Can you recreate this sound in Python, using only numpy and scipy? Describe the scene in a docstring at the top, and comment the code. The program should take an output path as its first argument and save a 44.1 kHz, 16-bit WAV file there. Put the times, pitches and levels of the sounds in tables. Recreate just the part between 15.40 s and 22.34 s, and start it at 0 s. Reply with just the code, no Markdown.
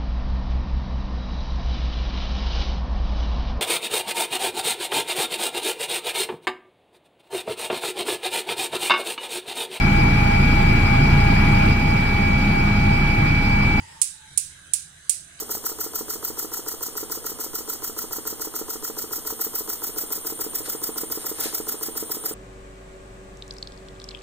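"""A small compressed-air engine puffs at seven turns a second on a wooden stand, close to a hand-held phone.
Each turn lets out two main puffs of air, made of shaped noise: a broad hiss, a shrill jet and a short spit.
The linkage takes up its play with knocks and thumps, short blows that set the frame and board ringing.
Air leaks at the valve, most strongly between the puffs, as a band of noise that slides in pitch.
The phone moves closer in the second half; soft rustles, clicks, room noise and a faint hum lie below."""
import sys
import numpy as np
from scipy import signal
from scipy.fft import rfft, irfft
from scipy.io import wavfile
from scipy.ndimage import uniform_filter1d

SR = 44100
rng = np.random.default_rng(int(sys.argv[2]) if len(sys.argv) > 2 else 0)


def wav_out(sig):
    """Save sig, one row per channel (or a flat mono array), as 16-bit PCM at SR to the path in sys.argv[1]."""
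    wavfile.write(sys.argv[1], SR, np.round(np.clip(np.atleast_2d(sig).T, -1, 1) * 32767).astype(np.int16))


N = 306054
TIME = np.arange(N) / SR  # s
FREQ = np.maximum(np.fft.rfftfreq(N, 1 / SR), 1)  # Hz

# no two turns let out the same air
# (port cracks open t/s, main puff relative level/dB, second puff relative level/dB, spit relative level/dB)
TURN_STRENGTHS = [(0.12, 2.0, 1.5, -3), (0.265, 2.5, 1.0, -3), (0.413, 0.5, 1.0, -5), (0.561, 1.0, 1.5, 0),
                  (0.705, 0.5, 1.0, -1), (0.85, 0.0, 1.0, -7), (0.991, 1.5, 0.5, -1),
                  (1.142, -1.0, 0.0, -9), (1.289, -1.0, -1.5, -3), (1.432, -1.5, -1.0, -2),
                  (1.579, -1.5, -1.5, -2), (1.723, 0.5, -1.5, 0), (1.869, -0.5, -1.5, -4),
                  (2.014, -0.5, -0.5, -9), (2.157, -0.5, -1.0, -5), (2.301, 0.5, 0.0, -2),
                  (2.441, 0.5, 0.0, -10), (2.59, -1.0, -1.0, -7), (2.734, -2.0, -0.5, -3),
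                  (2.877, 1.0, -2.0, -4), (3.019, -0.5, -1.5, -2), (3.165, -1.0, -1.0, -3),
                  (3.305, -2.0, -1.5, 1), (3.446, -2.0, -1.0, -2), (3.589, -1.5, -1.0, 2),
                  (3.728, -2.0, 1.5, 0), (3.875, -1.0, 0.5, -1), (4.018, 0.5, 2.5, -3),
                  (4.158, -0.5, 2.5, -2), (4.298, -1.0, 0.0, -2), (4.443, -1.5, -0.5, -2),
                  (4.585, -0.5, -0.5, 2), (4.728, 1.0, 0.0, -1), (4.871, -1.0, -1.5, 4),
                  (5.013, -0.5, -2.0, -1), (5.156, 1.0, 0.0, 6), (5.3, -1.0, -0.5, 4), (5.441, 0.5, 0.5, 7),
                  (5.582, -1.0, 0.5, 6), (5.723, 0.0, -1.0, 2), (5.863, -1.0, -0.5, -5),
                  (6.008, 0.5, 2.5, 2), (6.149, 1.0, 1.0, 6), (6.293, 0.5, 1.0, 3), (6.436, -1.0, -0.5, -2),
                  (6.578, -0.5, -0.5, 2), (6.718, 0.0, -0.5, 4), (6.862, 0.5, -1.0, -11)]


def exhaust(angle, near, jet_hz, linger_s=0.018, linger_db=-13):
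    """Each port opening lets out a puff; the shrill jet grows faster with the flow than the broad hiss."""
    # air let out during a turn: (crank angle/degrees, relative level/dB, opening/degrees, closing/degrees)
    openings = [(-58, -16, 4, 4.7), (-1, 1.5, 14.3, 17.5), (86, -4, 31.6, 23.2), (115, -15, 4, 3),
                (151.5, -15, 15, 9.6)]
    # broad hiss: (f/Hz, relative level per Hz from afar/dB, relative level per Hz from near/dB)
    hiss_colour = [(680, -18.5, -2), (1520, -18, -13.5), (2480, -15, -4.5), (3130, -11, -10),
                   (3530, -18, -4.5), (4280, -4, -7.5), (5200, 3, -2), (6400, 1.5, 1), (7720, 4, 8),
                   (10150, -3, 3), (11600, -2.5, -9), (15800, 0, 5)]
    # shrill jet: (f/Hz, relative level per Hz from afar/dB, relative level per Hz from near/dB)
    jet_colour = [(2960, -23, -17.5), (4250, -35, -26.5), (5120, -10.5, 3), (6400, -18, -37),
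                  (10100, -12.5, 0.5), (12600, -6, -18), (13170, 0, -1.5), (14100, 6, 7), (14500, -2.5, -2),
                  (16000, 11, 8), (17000, -0.5, -3)]

    power = 0
    strength = pressure()
    for degrees, db, opening, closing in openings:
        since = (angle - degrees + 180) % 360 - 180  # degrees, wrapped to the nearest opening
        puff = undb(db) * strength * swell(since, opening, closing)
        power = power + puff ** 2
    # turbulence makes the outflow flutter within each puff
    flutter = unit(uniform_filter1d(rng.standard_normal(N), size=110))
    power = power * undb(1 * flutter) ** 2  # 1 dB rms
    # the room holds each puff for a moment
    keep = np.exp(-1 / (linger_s * SR))
    lingering = signal.lfilter([1 - keep], [1, -keep], power)
    flow = np.sqrt(power + undb(linger_db) ** 2 * lingering)

    hiss_noise = beamed(hiss_colour, near, ripple(depth_db=1.8, span_s=0.0053))
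    hiss = undb(-28.0) * flow ** 0.51 * hiss_noise
    jet_noise = beamed(jet_colour, near, ripple(depth_db=1.8, span_s=0.007))
    jet = undb(-22.0) * flow ** 1.05 * jet_noise
    # only the shrill top of the jet changes pitch with the angle to the phone
    shrill = irfft(rfft(jet) * (FREQ > 12000), N)
    # nearer its axis, where it sounds highest, the jet's upper hiss also fills the gaps
    spray_noise = air_noise(np.exp(-((FREQ - 12500) / 2500) ** 2))
    spray = undb(-42.0) * jet_hz / 350 * spray_noise
    # on the axis the shrill top is louder too
    top = glide(shrill, jet_hz) * undb(4.7 * jet_hz / 350)
    return hiss + jet - shrill + top + spray


def pressure(second_puff_s=0.04):
    """Strength of the air behind each stroke, passing from one puff to the next."""
    s, main_db, second_db, _ = np.transpose(TURN_STRENGTHS)
    times = np.c_[s, s + second_puff_s].ravel()
    levels_db = np.c_[main_db, second_db].ravel()
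    return undb(np.interp(TIME, times, levels_db))


def swell(x, rise, fall):
    """A puff-like bump: round-topped at x = 0, with flanks that become exponential."""
    return np.exp(.5 - np.sqrt(0.17 + (x / np.where(x < 0, rise, fall)) ** 2))


def ripple(depth_db, span_s):
    """Echoes from the stand comb a spectrum with fixed narrow peaks and dips."""
    size = max(int(span_s * SR), 8)
    echoes = rng.standard_normal(size) * np.linspace(0, 1, size)
    return undb(depth_db * unit(rfft(echoes, N).real))


def beamed(table, near, comb):
    """Noise whose colour passes from the far to the near spectrum as the phone moves."""
    hz, *spectra = np.transpose(table)
    far, close = (air_noise(comb * undb(over_freq(np.transpose([hz, db])))) for db in spectra)
    near = np.clip(near, 0, 1)
    return np.sqrt(1 - near) * far + np.sqrt(near) * close


def glide(x, offset_hz):
    """Slide a band of noise up or down by a changing number of Hz."""
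    turning = np.exp(2j * np.pi * np.cumsum(offset_hz) / SR)
    return (signal.hilbert(x) * turning).real


def air_noise(gain, direct=1):
    """Coloured noise at both ports: the left is delayed and partly unrelated, more so the less direct it is."""
    # how far the left microphone port lags the right: (f/Hz, lag/radians)
    port_lag = [(130, -2.8), (230, -.4), (1500, 0), (2000, .5), (2330, 3.08), (2680, 3.2), (3000, 4.3),
                (3500, 6.2), (4200, 6.3), (4500, 9.35), (5250, 9.5), (6000, 10.5), (7000, 12.9),
                (7700, 16.5), (9300, 19), (10150, 21.9), (10700, 22.4), (11400, 24.5), (12600, 26.6),
                (13100, 29.5), (14200, 31.4), (15200, 35.4)]
    # likeness of direct air noise at the two ports: (f/Hz, likeness/0-1)
    likeness = [(300, 0.64), (1500, .9), (2200, 0.7), (2400, .98), (2530, 1), (2680, .97), (3050, 0.45),
                (3800, 0.9), (4300, .5), (4650, .995), (5250, 0.995), (5900, 0.45), (8000, .35),
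                (8900, 0.8), (9700, .7), (10300, 0.96), (11200, 0.45), (11900, .75), (12750, .25),
                (13900, .87), (14750, .5), (15300, 0.7)]
    right, other = rfft(rng.standard_normal((2, N)))
    alike = np.clip(over_freq(likeness) * direct, 0, 1)
    lagged = right * np.exp(-1j * over_freq(port_lag))
    left = alike * lagged + np.sqrt(1 - alike ** 2) * other
    return unit(irfft(np.array([left, right]) * gain, N))


def spit(rise_s=0.0016, fall_s=0.0026, centre_hz=5500, octaves=0.33):
    """The exhaust port cracks open with a short, sharp spit of noise, only partly alike at the two ports."""
    t = np.arange(-SR // 100, SR // 40) / SR
    envelope = np.zeros(N)
    for when, _, _, db in TURN_STRENGTHS:
        add(envelope, when + t[0], undb(db) * swell(t, rise_s, fall_s))
    band = 1 / (1 + (np.log2(FREQ / centre_hz) / octaves) ** 2)
    return undb(-38.5) * envelope * air_noise(band, direct=0.65)


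def leak(angle, leak_db, leak_hz, width_hz=520, depth=0.95, swing_hz=110):
    """Air seeps all the time, and sings in a narrow gap while the valve is shut, rising as pressure builds."""
    # steady seepage: (f/Hz, relative level per Hz/dB)
    seep_colour = [(300, 6), (1000, -1), (2200, 4), (3200, 11), (3700, 3), (4400, 2), (5100, -8),
                   (6200, -9), (8000, -28), (10000, 14.5), (11500, 8.5), (12700, -5), (14200, 13),
                   (16000, 10)]
    shut = 1 + depth * np.cos(np.radians(angle - 245))
    centre = np.mean(leak_hz)
    pitch = leak_hz + swing_hz * np.cos(np.radians(angle - 320))
    band = air_noise(1 / (1 + ((FREQ - centre) / (2 * width_hz)) ** 2) ** 3)
    singing = undb(-46.5 + leak_db) * shut * glide(band, pitch - centre)
    seep = undb(-41.0 + 0.22 * leak_db) * air_noise(undb(over_freq(seep_colour)))
    return singing + seep


def linkage(angle, near, jitter_s=0.00019):
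    """Light knocks repeat with the crank; the loosest joint thumps once a turn, followed by a click."""
    # play taken up during a turn: (crank angle/degrees, relative level/dB, strongest f/Hz, breadth/octaves,
    # push time/s, scatter of level/dB, level gained up close/dB)
    knock_table = [(-100, -16.5, 400, 1.6, 0.0054, 4, -3), (-57.5, -8, 490, 0.76, 0.003, 1.5, 0),
                   (-56, -5, 1138, 0.84, 0.0035, 0.9, 3), (-42, -1, 408, 0.87, 0.0064, 0.5, 2.5),
                   (-17, -12, 447, 0.83, 0.01, 3, 2), (0.5, -5, 1353, 0.55, 0.0071, 1.5, 0),
                   (1.5, -14, 1886, 0.13, 0.0089, -1, 1), (74, -6.5, 1138, 1.1, 0.0043, 2.2, -2.5),
                   (77, -9.5, 360, 0.34, 0.0056, 2.5, -1)]
    # return-stroke thumps, harder or softer as the play drifts: (t/s, relative level/dB)
    thump_table = [(0.0217, -1.5), (0.1691, -4.5), (0.3166, -1.5), (0.4631, 0), (0.609, 1.5), (0.757, -2),
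                   (0.9023, 0), (1.046, 1.5), (1.1925, -2), (1.3393, -2), (1.484, -6), (1.6293, 1.5),
                   (1.7741, -2), (1.917, -4), (2.0636, -4.5), (2.2061, -3.5), (2.3514, -9), (2.496, -2),
                   (2.6408, -1), (2.7839, 0.5), (2.927, 0), (3.0712, 0.5), (3.2138, 3), (3.356, -0.5),
                   (3.4988, 2), (3.6408, -0.5), (3.7815, -3), (3.925, 0), (4.0666, 1), (4.208, -0.5),
                   (4.35, -12), (4.4928, -2), (4.6363, -1.5), (4.777, -4.5), (4.923, 2), (5.0643, 3),
                   (5.2055, 0.5), (5.3492, 2), (5.491, 5.5), (5.6339, 4.5), (5.774, 3), (5.915, 3),
                   (6.0574, 4.5), (6.201, 4), (6.3427, 0.5), (6.4853, 3.5), (6.6255, 4), (6.769, 0),
                   (6.9112, 3.5)]

    out = np.zeros(N)
    for degrees, db, blow_hz, octaves, push_s, scatter_db, near_db in knock_table:
        for when in passes(angle, degrees):
            late, strength = rng.standard_normal(2)
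            level_db = db + scatter_db * strength + near_db * np.interp(when, TIME, near)
            add(out, when + jitter_s * late, undb(level_db) * blow(blow_hz, octaves, push_s))
    for when, db in thump_table:
        thump = blow(blow_hz=381, octaves=0.83, push_s=0.0051)
        add(out, when, undb(3 + db) * thump)
        click = blow(blow_hz=1262, octaves=0.82, push_s=0.0059)
        add(out, when + 0.00224, undb(-12 + 0.17 * db) * click)
    # the heavy frame radiates little treble, and less above the bass towards the phone's nearer position
    body = rfft(out) / (1 + (FREQ / 2200) ** 24)
    bass = body / (1 + (FREQ / 650) ** 4)
    upper = irfft(body - bass, N) * undb(-3.8 * near)
    right = undb(-37.5) * (irfft(bass, N) + upper)
    # the left port picks up less of the board's bass, and a little sooner
    left_db = over_freq([(200, -19.5), (330, -4.0), (450, -0.5), (580, -6.0), (800, 2.5), (2000, -0.5)])
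    lead = over_freq([(150, 0.086), (450, 0.99), (1000, 0.2), (1500, 0.68), (2000, -1.1)])  # radians
    left = irfft(rfft(right) * undb(left_db) * np.exp(1j * lead), N)
    return np.array([left, right])


def blow(blow_hz, octaves, push_s, push_db=7, crack_db=-13, contact_s=0.00086):
    """One blow shoves the stand for a moment, then the modes in its range ring on."""
    # ringing of the board (low) and engine frame (high): (f/Hz, relative level/dB, time to fall 60 dB/s)
    ringing_modes = [(196, -23, 0.5), (239.5, -7.5, 0.56), (322.6, -4.5, 0.19), (345.5, -4.5, 0.08),
                     (416.6, -1, 0.073), (439, -1.5, 0.13), (518.5, -4, 0.08), (592, 3.5, 0.02),
                     (798, 6, 0.037), (954.5, 6.5, 0.036), (1037, 8, 0.03), (1257, 5.5, 0.036),
                     (1350, 4, 0.053), (1890, -2.5, 0.054)]
    hz, mode_db, t60 = np.transpose(ringing_modes)
    t = np.arange(SR // 3) / SR
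    rings = np.sin(2 * np.pi * hz[:, None] * t) * np.exp(-np.log(1000) * t / t60[:, None])
    # from blow to blow the modes differ by about 1 dB
    scatter_db = 1 * rng.standard_normal(len(hz))
    in_range = 1 / (1 + (np.log2(hz / blow_hz) / octaves) ** 2)
    weight = undb(mode_db + scatter_db) * in_range
    push = undb(push_db) * np.sin(2 * np.pi * blow_hz * t) * np.sin(np.pi * np.minimum(t / push_s, 1))
    crack = undb(crack_db) * rng.standard_normal(len(t)) * np.exp(-t / 0.0022)
    # the oil film softens the first contact
    return push + (weight @ rings + crack) * (1 - np.exp(-t / contact_s))


def crank(start_turns=-0.8):
    """Crank angle in degrees, about zero at the main puff: the running sum of the flywheel's speed."""
    # flywheel speed, wandering with the air supply: (t/s, speed/turns per s)
    flywheel_speed = [(0.0, 6.839), (0.5, 6.763), (0.8, 6.915), (1.1, 6.863), (2.65, 6.954), (4.0, 7.062),
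                      (4.9, 6.965), (5.2, 7.061), (6.94, 7.022)]
    speed = np.interp(TIME, *np.transpose(flywheel_speed))
    return 360 * (start_turns + np.cumsum(speed) / SR)


def passes(angle, degrees):
    """The times at which the crank passes a given angle, once a turn."""
    marks = degrees + 360 * np.arange(-1, angle[-1] // 360 + 2)
    inside = (marks > angle[0]) & (marks < angle[-1])
    return np.interp(marks[inside], angle, TIME)


def room(x, wet_db, t60_s, low_hz=420):
    """A short diffuse tail, different at each port; the bass is left to the board's own ringing."""
    t = np.arange(SR // 2) / SR
    tail = rng.standard_normal((2, len(t))) * np.exp(-np.log(1000) * t / t60_s) * (t > .004)
    tail /= np.sqrt(np.sum(tail ** 2, axis=1, keepdims=True))
    tail = signal.sosfilt(signal.butter(2, low_hz, "high", fs=SR, output="sos"), tail)
    return x + undb(wet_db) * signal.fftconvolve(x, tail, axes=1)[:, :N]


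def handling():
    """Soft rustles of grainy noise, and stray clicks that are fast-fading tones."""
    # brief rustles: (t/s, level/dB, rise/s, fall/s)
    rustle_table = [(5.262, -35.5, 0.0096, 0.018), (5.815, -40, 0.016, 0.019), (6.048, -30.5, 0.044, 0.05)]
    # their colour: (f/Hz, relative level per Hz/dB)
    rustle_colour = [(200, -21), (600, -5.5), (1800, -4.5), (3000, -6), (4300, -3), (5200, -2), (7000, -3),
                     (10000, -2.5), (12000, -2.5), (16000, -27)]
    # stray clicks: (t/s, level/dB, f/Hz, decay/s)
    click_table = [(.152, -20, 716, 0.001), (1.828, -30, 440, 0.0046), (5.26, -34, 1400, .003),
                   (5.283, -34, 545, .007)]
    envelope = sum(undb(db) * swell(TIME - s, rise, fall) for s, db, rise, fall in rustle_table)
    grain = unit(uniform_filter1d(rng.standard_normal(N), size=150))
    noise = air_noise(undb(over_freq(rustle_colour)), direct=0.84)
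    out = envelope * undb(1.5 * grain) * noise  # grain of 1.5 dB rms
    for s, db, hz, decay in click_table:
        t = np.maximum(TIME - s, 0)
        out = out + undb(db) * np.sin(2 * np.pi * hz * t) * np.exp(-np.minimum(t / decay, 50))
    return out


def background():
    """Low room noise, stronger at the right port, with a faint mains hum."""
    # room noise: (f/Hz, relative level per Hz/dB)
    room_colour = [(20, 8.5), (35, -8), (60, 8), (85, 1), (120, 4.5), (160, -8), (240, 4), (330, 1),
                   (450, 5.5), (600, -2), (1300, -3.5), (1900, -17.5), (2400, -52), (4000, -101)]
    colour = undb(over_freq(room_colour))
    # the same noise at both ports, with its lowest bass reduced
    shared = unit(irfft(rfft(rng.standard_normal(N)) * colour * FREQ / (FREQ + 200), N))
    rumble = air_noise(colour / (1 + FREQ / 220))
    hum = undb(-64) * np.sin(2 * np.pi * 60 * TIME)
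    port_gain = undb([[-3.5], [0]])  # left, right
    return (undb(-47.5) * shared + undb(-46.5) * rumble + hum) * port_gain


def undb(db):
    """Decibels to gain."""
    return 10 ** (np.asarray(db) / 20)


def unit(x):
    """Scale to rms 1."""
    return x / np.sqrt(np.mean(x ** 2))


def over_freq(points):
    """Join (f/Hz, value) points on a log-frequency axis."""
    hz, value = np.transpose(points)
    return np.interp(np.log(FREQ), np.log(hz), value)


def add(out, when, sound):
    """Mix a sound in from a given time in seconds."""
    i = int(np.clip(when * SR, 0, N))
    out[i:i + len(sound)] += sound[:N - i]


def scene():
    """The crank angle times the puffs and light knocks; the phone's nearness colours the engine."""
    # as the phone moves round the engine: (t/s, nearness/0-1, jet shift/Hz)
    phone_path = [(0, 0, -1), (2, 0.02, 2.5), (3.498, 0.06, 45.5), (4.201, 0.27, 350), (5, 0.76, 154.5),
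                  (5.7, 0.77, 81), (6.299, 0.6, 38), (6.94, 0.93, 36.5)]
    angle = crank()
    s, *columns = np.transpose(phone_path)
    near, jet_hz = (np.interp(TIME, s, column) for column in columns)
    puffs = exhaust(angle, near, jet_hz) + spit()
    # the leak is louder and higher from near
    valve = leak(angle, leak_db=-4 + 9 * near, leak_hz=8830 + 258.5 * near)
    knocks = room(linkage(angle, near), wet_db=-17.5, t60_s=0.4)
    return puffs + valve + knocks + handling() + background()


def record(dry):
    """The phone cuts the top steeply, above 15420 Hz."""
    return signal.sosfilt(signal.ellip(10, .2, 80, 15420, fs=SR, output="sos"), dry)


dry = scene()
out = record(dry)
wav_out(out)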